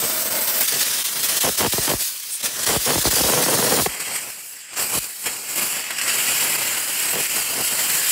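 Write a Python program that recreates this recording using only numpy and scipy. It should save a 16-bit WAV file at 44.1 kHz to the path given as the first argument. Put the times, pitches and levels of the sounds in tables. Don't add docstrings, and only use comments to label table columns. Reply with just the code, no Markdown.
import sys
import numpy as np
from scipy import signal
from scipy.fft import rfft, irfft, next_fast_len
from scipy.io import wavfile
from scipy.ndimage import uniform_filter1d, map_coordinates

SR = 44100
rng = np.random.default_rng(int(sys.argv[2]) if len(sys.argv) > 2 else 0)


def generate_wav(signal):
    frames = np.transpose(np.atleast_2d(signal))
    scaled = np.clip(frames, -1, 1) * 32767
    pcm = np.round(scaled).astype(np.int16)
    wavfile.write(sys.argv[1], SR, pcm)


N = 357651
TIME = np.arange(N) / SR
EVENT_TIME = np.arange(-SR // 4, SR // 4 + 1) / SR


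def amp(db):
    return 10 ** (np.asarray(db) / 20)


def unit(x):
    return x / np.sqrt(np.mean(x ** 2) + 1e-20)


def spectrum_db(points, hz):
    frequency_hz, level_db = np.transpose(points)
    return np.interp(np.log(hz + 1), np.log(frequency_hz + 1), level_db, left=-120, right=-120)


def curves(rows):
    time_s, *columns = np.transpose(rows)
    return [np.interp(TIME, time_s, column) for column in columns]


def wobble(rate):
    return map_coordinates(rng.standard_normal(int(N * rate / SR) + 4), [TIME * rate])


def at_times(rows, shape):
    time_s, size = np.transpose(rows)
    impulses = np.bincount(np.round(time_s * SR).astype(int), size, N)
    return signal.fftconvolve(impulses, shape, mode="same")


def filtered(x, response):
    size = next_fast_len(N + SR // 2)
    return irfft(rfft(x, size) * response(np.fft.rfftfreq(size, 1 / SR)), size)[..., :N]


def patchy_noise(patch_db, streak_db):
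    spectra = signal.stft(rng.standard_normal(N + 1024), nperseg=1024)[2]

    def field(bins, frames):
        bands = uniform_filter1d(rng.standard_normal(spectra.shape), bins, axis=0)
        return unit(uniform_filter1d(bands, frames, axis=1))

    gain_db = patch_db * field(bins=16, frames=4) + streak_db * field(bins=2, frames=24)
    return signal.istft(spectra * amp(gain_db), nperseg=1024)[1][:N]


def dispersion(hz, cycles):
    return np.exp(-2j * np.pi * cycles * np.log(np.clip(hz, 15, 3000) / 3000))


def resonance(pitch_hz, width_hz):
    response = lambda hz: 1j * hz * width_hz / (pitch_hz ** 2 - hz ** 2 + 1j * hz * width_hz)
    return unit(filtered(rng.standard_normal(N), response))


def whistles():
    # pitch_hz, width_hz, start_level_db, fade_db_per_s
    modes = [(4800, 240, -41, 3), (8450, 300, -35, 6)]
    end_s, flare_s, flare_half_s = 1.7, 2.34, 0.032
    fading = sum(amp(db - fade * TIME + 2.6 * wobble(13)) * resonance(pitch_hz, width_hz)
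                 for pitch_hz, width_hz, db, fade in modes)
    flare = amp(-24.5) * np.exp(-((TIME - flare_s) / flare_half_s) ** 2)
    return fading * (TIME < end_s) + flare * resonance(pitch_hz=9000, width_hz=1400)


def thumps():
    # time_s, first_peak_db
    events = [(1.438, -21), (1.492, -23), (1.666, -18.5), (1.734, -19.5), (1.78, -16.5), (1.935, -15.5),
              (2.672, -25), (2.743, -32), (2.761, -15), (2.864, -24), (2.956, -15), (2.979, -17.5),
              (3.053, -12.5), (3.07, -15.5), (3.128, -20.5), (3.165, -27), (3.207, -15.5), (3.24, -18),
              (3.799, -16), (3.819, -22), (3.865, -22), (4.075, -39), (4.275, -44), (4.951, -25),
              (4.971, -22.5)]
    # frequency_hz, relative_db
    colour = [(20, -48), (50, 4), (100, 5), (400, 1.5), (1000, -4), (2500, -26), (6000, -57)]
    deep_db = lambda hz: 0.5 * np.clip((320 - hz) / 160, 0, 1)
    response = lambda hz: amp(spectrum_db(colour, hz) + deep_db(hz)) * dispersion(hz, cycles=1.64)
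    delays_s = rng.uniform(0.0019, 0.00935, (len(events), 2))
    sizes = 0.45 * rng.uniform(0.16, 1, (len(events), 2))
    pushes = np.zeros(N)
    for (time_s, db), delay_s, size in zip(events, delays_s, sizes):
        samples = np.round((time_s + np.r_[0, delay_s]) * SR).astype(int)
        pushes[samples] = amp(db) * np.r_[1, size]
    impulse_peak = np.abs(filtered(signal.unit_impulse(N, SR), response)).max()
    return filtered(pushes, response) / impulse_peak


def roar():
    # start_s, end_s, level_db
    bursts = [(0.019, .05, -30), (0.718, 0.786, -33.5), (1.431, 1.493, -21), (1.587, 1.666, -23),
              (1.782, 1.794, -28), (1.871, 1.925, -22.5), (2.428, 2.478, -39), (2.673, 2.771, -24.5),
              (2.858, 2.963, -23.5), (3.036, 3.094, -26.5), (3.163, 3.205, -24), (3.231, 3.439, -22.5),
              (3.458, 3.811, -21.5), (3.857, 3.869, -16.5), (4.928, 4.972, -46), (5.252, 5.283, -34),
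              (7.128, 7.208, -30.5), (7.572, 7.62, -31)]
    # frequency_hz, relative_db
    colour = [(15, -56), (25, -27), (136, -5.5), (172, -4.5), (357, -4.5), (486, 1), (567, -3.5),
              (1070, -8), (1270, -11.5), (2500, -15.5), (3250, -13), (5500, -120)]
    edge_s, clicks_per_s = 0.0011, 450
    level = sum(amp(db) * gate(start, end, edge_s) for start, end, db in bursts)
    clicks = (rng.random(N) < clicks_per_s / SR) * rng.standard_normal(N)
    drive = 0.88 * unit(clicks) + 0.61 * rng.standard_normal(N) * amp(1.5 * wobble(90))
    response = lambda hz: amp(spectrum_db(colour, hz)) * dispersion(hz, cycles=1.61)
    return filtered(level * drive, response) / np.std(filtered(drive, response))


def gate(start_s, end_s, edge_s):
    return np.clip(np.minimum(TIME - start_s, end_s - TIME) / edge_s, 0, 1)


def splash_gain_db(jet_db, choke_db):
    # start_s, end_s, depth_db
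    lulls = [(0.66, .72, 3), (1.004, 1.088, 12), (1.654, 1.73, 15), (1.54, 1.585, 3), (1.96, 2.0, 8),
             (2.009, 2.423, 12.5), (4.285, 4.74, 8), (4.972, 5.26, 7.5), (7.228, 7.33, 4.5), (7.82, 8.2, 3)]
    full_flow_db = -26
    lull_db = sum(depth * gate(start, end, edge_s=0.034) for start, end, depth in lulls)
    gurgle_db = 2.2 * wobble(18)
    return 0.75 * (jet_db - full_flow_db) + gurgle_db - lull_db - 0.32 * choke_db


def splash(colour):
    noise = patchy_noise(patch_db=0.5, streak_db=0.33)
    return unit(filtered(noise, lambda hz: amp(spectrum_db(colour, hz))))


def pulse(age_s, rise_s, decay_s, stretch=1):
    age_s = np.clip(age_s, 0, None)
    return (1 - np.exp(-age_s / rise_s)) * np.exp(-(age_s / decay_s) ** stretch)


def unsteady_flow():
    # surge_s, surge_db, choke_db (negative lifts the level)
    sputters = [(.306, -47, 6), (.413, -50, 4), (.474, -32, 1), (.606, -22, 0), (.678, -26.5, 4.5),
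                (0.723, -26, 2), (.806, -20.5, -4.5), (.875, -32, -3.5), (.995, -39, -3), (1.044, -29, 7.5),
                (1.231, -28.5, 3), (1.288, -21.5, 2), (1.365, -22.5, 0), (1.406, -21, 8), (1.575, -21.5, 3),
                (1.723, -23, 4), (1.892, -30, 2.5), (2.002, -45, -1), (2.43, -36, 6), (2.591, -31, 2),
                (2.632, -39, 2.5), (2.664, -26, 7), (2.855, -28, 1), (3.045, -29, 7), (3.108, -28, 6),
                (3.154, -25, 1), (3.233, -29, 4), (3.998, -35, 4), (4.15, -30, -2), (4.761, -46, 5),
                (4.95, -22.5, -5), (5.257, -22.5, -3.5), (5.487, -27, -3), (5.558, -29.5, 4),
                (5.613, -28, 3), (7.2, -27, -2.5), (7.361, -27, -1), (7.65, -39, 0), (7.79, -29, -1),
                (7.895, -23.5, 0)]
    # time_s, strength_db
    spits = [(5.043, -27), (5.907, -25), (5.985, -29), (5.995, -36), (6.014, -22), (6.033, -26),
             (6.08, -33)]
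    # time_s, depth_scale_db
    drops = [(.836, 4.5), (1.071, 5.5), (2.776, 7), (4.99, 8), (7.27, 6), (7.43, 3.5), (8.02, 3)]
    choke_lead_s, choke_half_s = 0.008, 0.0064
    surge = pulse(EVENT_TIME + 0.0013, rise_s=0.0042, decay_s=0.018, stretch=0.88)
    spit = pulse(EVENT_TIME + 0.0013, rise_s=0.00084, decay_s=0.0052)
    drop = pulse(EVENT_TIME, rise_s=0.0028, decay_s=0.023)
    choke = np.exp(-((EVENT_TIME + choke_lead_s) / choke_half_s) ** 2)
    added = at_times([(s, amp(db)) for s, db, _ in sputters], surge)
    added += at_times([(s, amp(db)) for s, db in spits], spit)
    lost_db = at_times([(s, depth) for s, _, depth in sputters], choke) + at_times(drops, drop)
    return np.abs(added), lost_db


def hiss(colour, spray):
    # time_s, treble_db, body_db
    balance = [(0, 2.5, -4.5), (.6, 3, -6), (.77, -1, -5.5), (2.05, -0.5, -10), (2.4, -1.5, -7.5),
               (2.5, -2, -6), (3.86, -1, -10.5), (3.9, -2.5, -2), (4.1, -3.5, -2.5), (4.5, 0.5, -8.5),
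               (4.72, -10, -1), (4.82, -1, -6), (5.23, 0.5, -7), (5.28, -.6, 1), (5.33, -3.5, -6.5),
               (5.67, 0.2, -5), (5.94, -5.5, 1.3), (6.05, -3.5, -1.4), (6.43, 0, -3.5), (6.55, -1.3, -2.5),
               (8.11, -1, -5)]
    treble_db, body_db = curves(balance)
    noise = patchy_noise(patch_db=1.22, streak_db=2.0)
    sound = unit(filtered(noise, lambda hz: amp(spectrum_db(colour, hz)))) + spray
    treble = filtered(sound, lambda hz: np.clip((hz - 8800) / 1000, 0, 1))
    body = filtered(sound, lambda hz: np.clip((3900 - hz) / 500, 0, 1))
    return unit(sound - treble - body) + amp(treble_db) * unit(treble) + amp(body_db) * unit(body)


def jet():
    # time_s, gain_db
    strength = [(0.0, -27.5), (1.02, -25.5), (1.15, -28), (1.26, -24.5), (1.51, -25.5), (1.56, -30),
                (1.58, -27.5), (1.87, -24.5), (1.99, -31.5), (2.01, -23.5), (2.08, -27), (2.14, -33.5),
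                (2.3, -33), (2.35, -33), (2.39, -37.5), (2.46, -21), (2.48, -31.5), (2.55, -31.5),
                (2.69, -23), (2.8, -24.5), (3.12, -22.5), (3.73, -23), (3.86, -23.5), (3.88, -32),
                (4.18, -30.5), (4.22, -32.5), (4.36, -37), (4.7, -42), (4.81, -23), (4.88, -29.5),
                (4.95, -26), (5.15, -38), (5.19, -34.5), (5.24, -33), (5.26, -34.5), (5.31, -32),
                (5.51, -33.5), (5.58, -24.5), (5.94, -33.5), (6.1, -24), (6.41, -24), (6.6, -26.5),
                (7.63, -26.5), (8.0, -24), (8.02, -24.5), (8.11, -20.5)]
    stages = [0.001, 0.631, 3.875, 8.2]
    # frequency_hz, relative_db
    hiss_colours = [
        [(820, -7.5), (1400, -6.5), (2320, -4.5), (2700, -6), (2960, -7), (4350, -6.5), (4710, -4.5),
         (6920, -5), (8390, -0.5), (9370, -8), (15700, -2)],
        [(820, -11), (1400, -6), (2700, -1.5), (3180, 0), (4480, 2.5), (4910, 3.5), (6250, 2.5), (9860, 4),
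         (10800, 2.5), (15100, 0), (15700, 4)],
        [(820, -19), (1450, -2.5), (2750, 2.5), (3150, 0.5), (3650, -12), (4660, -3.5), (6320, -9.5),
         (7250, -0.5), (8300, 0.5), (9600, -9), (10900, -4), (12300, -12), (13900, -5.5), (15700, -17)],
    ]
    # frequency_hz, relative_db
    splash_colours = [
        [(18, -64), (30, -38), (59, -19.5), (173, -13.5), (204, -7), (447, -11), (630, -0.5), (832, -20),
         (1500, -8.5), (1950, -31), (3300, -120)],
        [(18, -53), (30, -16), (129, -3.5), (553, -1), (651, 2), (706, -3.5), (1500, -3), (1950, 2.5),
         (3300, -120)],
        [(18, -53), (30, -21), (129, -3), (792, 1), (1030, 1), (1120, -0.5), (1500, -2), (1950, -33),
         (3300, -120)],
    ]
    splash_db = [-33.5, -38, -37]
    jet_db, = curves(strength)
    steady = amp(jet_db)
    surge, choke_db = unsteady_flow()
    wet_db = splash_gain_db(jet_db, choke_db)
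    splash_surge = 1 + 0.77 * surge / steady
    spray = unit(filtered(patchy_noise(patch_db=1.0, streak_db=-0.5), lambda hz: hz > 2800))
    spray *= amp(np.interp(TIME, [5.9, 6.6], [-20, -10]))
    sound = np.zeros(N)
    for i, (start_s, end_s) in enumerate(zip(stages, stages[1:])):
        active = 1. * ((TIME >= start_s) & (TIME < end_s))
        crossfade = np.sqrt(np.abs(uniform_filter1d(active, 100, mode="nearest")))
        cut = (steady + surge) * hiss(hiss_colours[i], spray)
        water = amp(splash_db[i] + wet_db) * splash_surge * splash(splash_colours[i])
        sound += crossfade * (cut + water)
    flutter_db = 0.5 * wobble(40) + wobble(90) + 0.44 * wobble(200)
    return sound * amp(flutter_db - choke_db)


def scene():
    mono = jet() + whistles() + roar() + thumps()
    return np.array([mono, mono])


def record(dry):
    ceiling, cutoff_hz = 0.56, 15760
    rounded = dry / (1 + np.abs(dry / ceiling) ** 5) ** (1 / 5)
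    return filtered(rounded, lambda hz: hz < cutoff_hz)


dry = scene()
out = record(dry)
generate_wav(out)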